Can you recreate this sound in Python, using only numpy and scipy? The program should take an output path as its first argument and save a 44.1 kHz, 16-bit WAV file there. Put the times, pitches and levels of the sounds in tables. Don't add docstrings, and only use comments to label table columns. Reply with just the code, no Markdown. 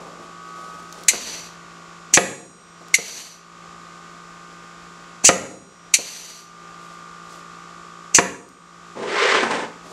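import sys
import numpy as np
from scipy import signal
from scipy.fft import rfft, irfft
from scipy.io import wavfile
from scipy.ndimage import uniform_filter1d

SR = 44100
rng = np.random.default_rng(int(sys.argv[2]) if len(sys.argv) > 2 else 0)


def materialize(psi):
    bounded = np.clip(np.atleast_2d(psi).T, -1, 1)
    quanta = np.round(bounded * 32767).astype(np.int16)
    wavfile.write(sys.argv[1], SR, quanta)


N = 437472
T = np.arange(N) / SR

# freq_hz, level_db
AIR_COLOUR = [(20, -24), (50, -7), (110, -12.5), (200, -7), (400, -7), (700, -7), (1000, -8.5), (1800, -10),
              (4200, -16), (7000, -21.5), (8600, -30), (11000, -33.5), (14000, -47), (16000, -75)]
# freq_hz, t60_s
ROOM_T60 = [(150, 0.7), (500, 0.48), (2000, 0.38), (6000, 0.43), (14000, 0.23)]

# time_s, turns_per_s
MOTOR_SPEED = [(0, 56.9), (.7, 57.2), (1.9, 56.5), (4.9, 57.2), (7, 56.85), (9.9, 57.3)]
# multiple of the motor speed, rms_db
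HUM = [(2, -73.5), (3, -51), (4, -68.5), (5, -69.5), (6, -58.5), (7, -62), (8, -66.5), (10, -68.5),
       (12, -67.5), (14, -63.5), (17, -61.5), (33, -77.5), (34, -65.5), (39, -81)]
# multiple of the motor speed, rms_db
WHINE = [(19, -56.5), (20, -53.5), (21, -49), (22, -53.5), (23, -63), (24, -68.5), (25, -56), (26, -62.5),
         (27, -61.5)]
# freq_hz, level_db
BUZZ_COLOUR = [(1500, 4), (2800, -0.5), (4200, -9.5), (5000, -1), (5800, -4.5), (7000, 0), (7800, -6),
               (10000, -18), (13000, -45)]
# centre_s, length_s, odd_partials_db, even_partials_db
REACHES = [(0.623, 0.68, -2.5, 12.5), (6.951, 1.5, 3.5, 2)]
PHASE_SPREAD_TURNS = 0.79

# centre_s, length_s, cloth_rustle_db, skin_hiss_db
BRUSHES = [(0.047, 0.18, -42.5, -57), (0.236, 0.18, -46, -61), (0.67, 0.43, -48, -53),
           (1.01, 0.17, -47, -52.5), (2.818, .025, -44.5, -60), (6.88, .22, -61, -58),
           (7.336, 0.14, -54, -50.5), (9.904, 0.11, -41.5, -50)]
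# start_s, level_db
TICKS = [(.926, -30.5), (1.0353, -29.5), (2.8833, -40), (8.489, -35.5)]
# start_s, level_db
KNOCKS = [(2.129, -25), (2.934, -33), (5.239, -18), (8.142, -27)]

# time_s, pull_db
PULL = [(8.94, -52), (8.948, -45), (9.202, -19.5), (9.37, -20.5), (9.502, -32.5), (9.51, -24),
        (9.562, -30.5), (9.62, -30), (9.7, -47)]
# level_db at the hardest pull, growth_db per dB of pull, tipped_change_db
RUB = [(-26, 0.3, -2), (-22, 1.08, 2.5), (-26, 1.0, -0.5)]
# freq_hz, level_db
FLAT_COLOUR = [(40, -53), (110, -36), (180, -17), (280, -19), (405, 8), (520, -0.5), (700, -9), (960, 0),
               (1300, 3), (2000, -1), (2600, -10), (3000, -9.5), (8000, -24.5), (13000, -56)]
# freq_hz, level_db
EDGE_COLOUR = [(40, -46), (100, -21.5), (170, -17), (245, -2.5), (330, -7), (460, -2), (690, -9),
               (950, 2.5), (1240, -6), (1560, -1), (2400, -13.5), (4500, -21.5), (8500, -25), (13000, -58)]
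# start_s, level_db, decay_s
CATCHES = [(9.318, -23, .025), (9.347, -14.5, 0.015), (9.385, -17, 0.0054), (9.43, -15, 0.015)]
DRAG_START_S, TIP_S, DRAG_STOP_S, DRAG_RELEASE_S = 8.952, 9.42, 9.652, 0.013

# start_s, length_s, level_db, tilt_db_per_octave, surge_s, surge_db
HISSES = [(1.103, 0.48, -24, -5, 1.32, 3), (2.956, 0.49, -21, -3, 3.17, 3.5),
          (5.959, 0.57, -21, -3, 6.2, 1)]
# freq_hz, level_db
HISS_COLOUR = [(80, -30), (300, -20), (1500, -18.5), (2700, -11.5), (3500, -13.5), (4600, -3.5),
               (5350, -17.5), (5950, 1), (6400, -6), (7400, -9.5), (8500, -13), (10400, -17), (11600, -14),
               (13000, -23), (14000, -53)]
# start_s, level_db, hold_s, decay_s, port_resonance_hz, port_resonance_db
SPITS = [(1.0818, 2.5, 0.0016, 0.012, 2140, -8.5), (2.9397, 7.5, 0.0019, 0.009, 2170, -5.5),
         (5.9374, 8.5, 0.0034, 0.011, 2360, -10.5)]
# freq_hz, level_db
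SPIT_COLOUR = [(60, -39), (500, -32), (1300, -23), (2050, -10.5), (2900, -4.5), (3350, -14), (4200, 0),
               (5300, -15.5), (5900, 3.5), (7400, -0.5), (8500, -5), (9300, -11), (11400, -10),
               (13000, -33), (15500, -33)]
# start_s, level_db, rise_s, hold_s, decay_s
BLASTS = [(2.1368, 9.5, 0.0023, 0.01, 0.015), (5.24, 3, 0.017, 0.029, 0.033),
          (8.1447, 6, 0.0049, 0.013, 0.019)]
# freq_hz, level_db
BLAST_COLOUR = [(40, -39), (300, -28.5), (1400, -29.5), (2000, -13.5), (2800, -9), (3450, -22.5),
                (4600, -9.5), (5300, -17), (5900, 0), (7700, -4), (8600, -15), (10600, -20.5), (12500, -36),
                (15500, -43)]

# start_s, level_db, contact_brightness_hz, steel_ring_db, favoured_ring_hz
BLOWS = [(1.133, -13, 970, 0, 6000), (2.1732, 15.5, 6500, 3, 6800), (2.985, -7.5, 705, 0, 6000),
         (5.2906, 17, 6100, 1, 6200), (5.988, -9.5, 715, -6, 5960), (8.1855, 13, 6000, -2.5, 9000)]
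# freq_hz, level_db, t60_s
PRESS_MODES = [(190, -8, .17), (323, -13, .18), (400, -6, .16), (468, 0, .14), (533, -2, .13),
               (707, -2, .12), (800, -13, .1), (969, -11, .1), (1250, -1, .08), (1360, -7, .1),
               (1480, -11, .08), (1640, -7, .07), (1936, -2, .08), (2165, -11, .08), (2390, -11, .06),
               (2650, -13, .07), (2928, -12, .08), (3994, -44, 1.3), (5303, -49, 1.5), (5766, -37, 1.9),
               (6794, -19, .6), (7610, -17, .45), (8398, -27, 1.0), (10250, -9, .3), (10520, -22, .7),
               (11400, -14, .35), (13500, -21, .35)]
STEEL_HZ = 3500
# freq_hz, level_db
CRACK_COLOUR = [(25, -40), (60, -24), (120, -22), (180, -2), (260, 1), (500, 0), (1200, -3), (1700, -1),
                (2500, -5), (3600, -14), (7000, -17), (14000, -36)]

TOP_HZ = 15600


def amp(db):
    return 10 ** (np.asarray(db) / 20)


def unit(x):
    return x / np.sqrt(np.mean(x ** 2))


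def noise(size=N):
    return rng.standard_normal(size)


def lookup(hz, points):
    f, value = np.transpose(points)
    return np.interp(np.log(np.maximum(hz, 1)), np.log(f), value)


def colour(x, points, tilt_db=0):
    hz = np.fft.rfftfreq(len(x), 1 / SR)
    gain_db = lookup(hz, points) + tilt_db * np.log2(1 + hz / 1000)
    return unit(irfft(rfft(x) * amp(gain_db), len(x)))


def resonate(x, hz, width_hz):
    return signal.lfilter(*signal.iirpeak(hz, hz / width_hz, fs=SR), x)


def butter(x, hz, kind, order=2):
    return signal.sosfilt(signal.butter(order, hz, kind, fs=SR, output="sos"), x)


def curves(table):
    s, *columns = np.transpose(table)
    return [np.interp(T, s, c) for c in columns]


def add(out, s, x):
    i = max(int(s * SR), 0)
    out[i:i + len(x)] += x[:N - i]


def flutter(size, per_s, depth_db):
    knots = noise(int(400 * size / SR) + 2)
    return amp(depth_db * np.interp(np.arange(size) / SR * per_s, np.arange(len(knots)), knots))


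def swell(s, length):
    return np.exp(-(2 * (T - s) / length) ** 2)


def workshop_air():
    return amp(-48.5) * colour(noise(), AIR_COLOUR) * flutter(N, 19, depth_db=0.5)


def motor():
    turn = np.cumsum(curves(MOTOR_SPEED)[0]) / SR

    def partial(k):
        return np.sin(2 * np.pi * (k * turn + PHASE_SPREAD_TURNS * rng.random()))

    hum = sum(amp(db) * partial(k) for k, db in HUM)

    odd_db = sum(db * swell(s, length) for s, length, db, _ in REACHES)
    even_db = sum(db * swell(s, length) for s, length, _, db in REACHES)
    whine = np.zeros(N)
    for k, db in WHINE:
        reach_db = odd_db if k % 2 else even_db
        whine += amp(db + reach_db) * flutter(N, 1.09, depth_db=2.8) * partial(k)

    one_turn = noise(size=775)
    repeated = np.interp(turn % 1, np.linspace(0, 1, len(one_turn)), one_turn)
    buzz = unit(butter(colour(repeated, BUZZ_COLOUR), 2200, "high"))
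    return np.sqrt(2) * (hum + whine) + amp(-53.5) * buzz


def hands():
    cloth = unit(butter(noise(), (226, 860), "band"))
    skin = unit(butter(noise(), (2980, 8050), "band"))
    out = np.zeros(N)
    for s, length, cloth_db, skin_db in BRUSHES:
        out += swell(s, length) * (amp(cloth_db) * cloth + amp(skin_db) * skin)
    out *= flutter(N, 70, depth_db=2.0)
    t = T[:SR // 20]
    for s, db in TICKS:
        tick = unit(resonate(noise(len(t)), 5440, 2600))
        add(out, s, amp(db) * tick * np.exp(-t / 0.0018))
    return out


def lever():
    out, t = np.zeros(N), T[:SR // 10]
    for s, db in KNOCKS:
        thud = unit(butter(noise(len(t)), [170, 800], "band"))
        add(out, s, amp(db) * thud * np.minimum(t / 0.0049, 1) * np.exp(-t / 0.0076))
    return out


def block():
    pull_db, = curves(PULL)
    pull_db = pull_db - pull_db.max()
    onset = np.clip((T - DRAG_START_S) / 0.015, 0, 1)
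    contact = onset * np.exp(-np.maximum(T - DRAG_STOP_S, 0) / DRAG_RELEASE_S)
    tipped = np.clip(.5 + (T - TIP_S) / 0.046, 0, 1)
    rocking = np.clip(1 - (T - DRAG_START_S) / .22, 0, 1)
    edge_angle = np.maximum(tipped, rocking) * np.pi / 2

    slips = noise() * np.exp(.5 * noise())
    flat = colour(slips, FLAT_COLOUR)
    edge = colour(slips[::-1], EDGE_COLOUR)
    rub = np.cos(edge_angle) * flat + np.sin(edge_angle) * edge

    judder = butter(rub, 650, "low", order=4)
    scrape = butter(rub, [650, 2500], "band", order=4)
    grit = butter(rub, 2500, "high", order=4)
    out = np.zeros(N)
    for band, (db, growth, tip_db) in zip((judder, scrape, grit), RUB):
        level_db = db + growth * pull_db + tip_db * tipped
        out += unit(band) * amp(level_db) * flutter(N, 70, depth_db=1.0)
    out *= contact * flutter(N, 130, depth_db=1.6)

    t = T[:SR // 6]
    for s, db, decay in CATCHES:
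        catch = colour(noise(len(t)), EDGE_COLOUR, tilt_db=-1.5)
        add(out, s, amp(db) * catch * np.minimum(t / .001, 1) * np.exp(-t / decay))
    return butter(out, [94, 11000], "band")


def venting():
    out, t = np.zeros(N), T[:SR]
    for s, length, db, tilt_db, surge_s, surge_db in HISSES:
        pressure = np.maximum(1 - t / length, 0) ** 1.64 * np.minimum(t / 0.0058, 1)
        surge = amp(surge_db * np.exp(-((s + t - surge_s) / 0.065) ** 2))
        hiss = colour(noise(SR), HISS_COLOUR, tilt_db) * flutter(SR, 58, depth_db=1.4)
        add(out, s, amp(db) * pressure * surge * hiss)
    return out


def puff(s, rise, hold, decay, seep_db):
    t = T[:SR // 3] - .02
    seep = amp(seep_db) * np.exp(np.minimum(t, 0) / 0.0022)
    opening = np.maximum(np.clip(t / rise, 0, 1) ** 2, seep)
    return s + t[0], opening * np.exp(-np.maximum(t - rise - hold, 0) / decay)


def valve():
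    out = np.zeros(N)
    for s, db, hold, decay, port_hz, port_db in SPITS:
        start, flow = puff(s, 0.0038, hold, decay, seep_db=-39.5)
        size = len(flow)
        port = unit(resonate(resonate(noise(size), port_hz, 370), port_hz, 370))
        jet = colour(noise(size), SPIT_COLOUR) + amp(port_db) * port
        add(out, start, amp(db) * flow * jet * flutter(size, 300, depth_db=1))
    for s, db, rise, hold, decay in BLASTS:
        start, flow = puff(s, rise, hold, decay, seep_db=-28)
        size = len(flow)
        jet = colour(noise(size), BLAST_COLOUR)
        add(out, start, amp(db) * flow * jet * flutter(size, 250, depth_db=1.2))
    return out


def piston():
    out, t = np.zeros(N), T[:2 * SR]
    hz, mode_db, t60 = np.transpose(PRESS_MODES)[:, :, None]
    modes = np.sin(2 * np.pi * hz * t) * amp(mode_db - 60 * t / t60)
    crack_fade = np.exp(-t / .007) + amp(-28) * np.exp(-t / .04)
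    for s, db, bright_hz, steel_db, favoured_hz in BLOWS:
        seat_db = (hz > STEEL_HZ) * (steel_db - 6 * np.abs(np.log2(hz / favoured_hz)))
        strike_gain = amp(seat_db + noise(hz.shape)) * rng.choice([-1, 1], hz.shape)
        ring = np.sum(modes * strike_gain, axis=0)
        crack = colour(noise(len(t)), CRACK_COLOUR) * crack_fade
        blow = amp(-10) * ring + amp(-1) * crack
        add(out, s, amp(db) * butter(blow, min(bright_hz, 20000), "low"))
    return butter(out, 80, "high", order=2)


def room(x, wet_db):
    t = T[:SR]
    tail = np.zeros(SR)
    for lo in 60 * 2. ** np.arange(9):
        band = butter(noise(SR), [lo, min(2 * lo, 20000)], "band")
        tail += band * amp(-60 * t / lookup(lo * np.sqrt(2), ROOM_T60))
    tail *= np.clip((t - .003) / 0.00081, 0, 1)
    tail /= np.sqrt(np.sum(tail ** 2))
    return x + amp(wet_db) * signal.fftconvolve(x, tail)[:N]


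def scene():
    background = workshop_air() + motor()
    handling = room(hands() + lever() + block() + venting(), wet_db=-8.0)
    bursts = room(valve(), wet_db=-17.5)
    blows = room(piston(), wet_db=-11.5)
    return (background + handling + bursts + blows)[None]


def limiter(x, ceiling_db, fast_db_per_s, slow_db_per_s, slow_depth_db, attack_s):
    power = uniform_filter1d(x ** 2, SR // 150)
    over = np.maximum(10 * np.log10(np.abs(power) + 1e-12) - ceiling_db, 0)

    def release(db, rate):
        return np.maximum.accumulate(db + rate * T) - rate * T

    fast_cut = release(over, fast_db_per_s)
    slow_cut = release(np.minimum(over, slow_depth_db), slow_db_per_s)
    k = 1 - np.exp(-1 / (attack_s * SR))
    cut_db = signal.lfilter([k], [1, k - 1], np.maximum(fast_cut, slow_cut))
    return x * amp(-cut_db)


def record(dry):
    y = limiter(dry[0], ceiling_db=-7.5, fast_db_per_s=51, slow_db_per_s=22.5,
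                slow_depth_db=16, attack_s=0.0014)
    y = np.clip(y, -1, 1)
    return signal.sosfilt(signal.ellip(8, .2, 70, TOP_HZ, fs=SR, output="sos"), y)[None]


dry = scene()
out = record(dry)
materialize(out)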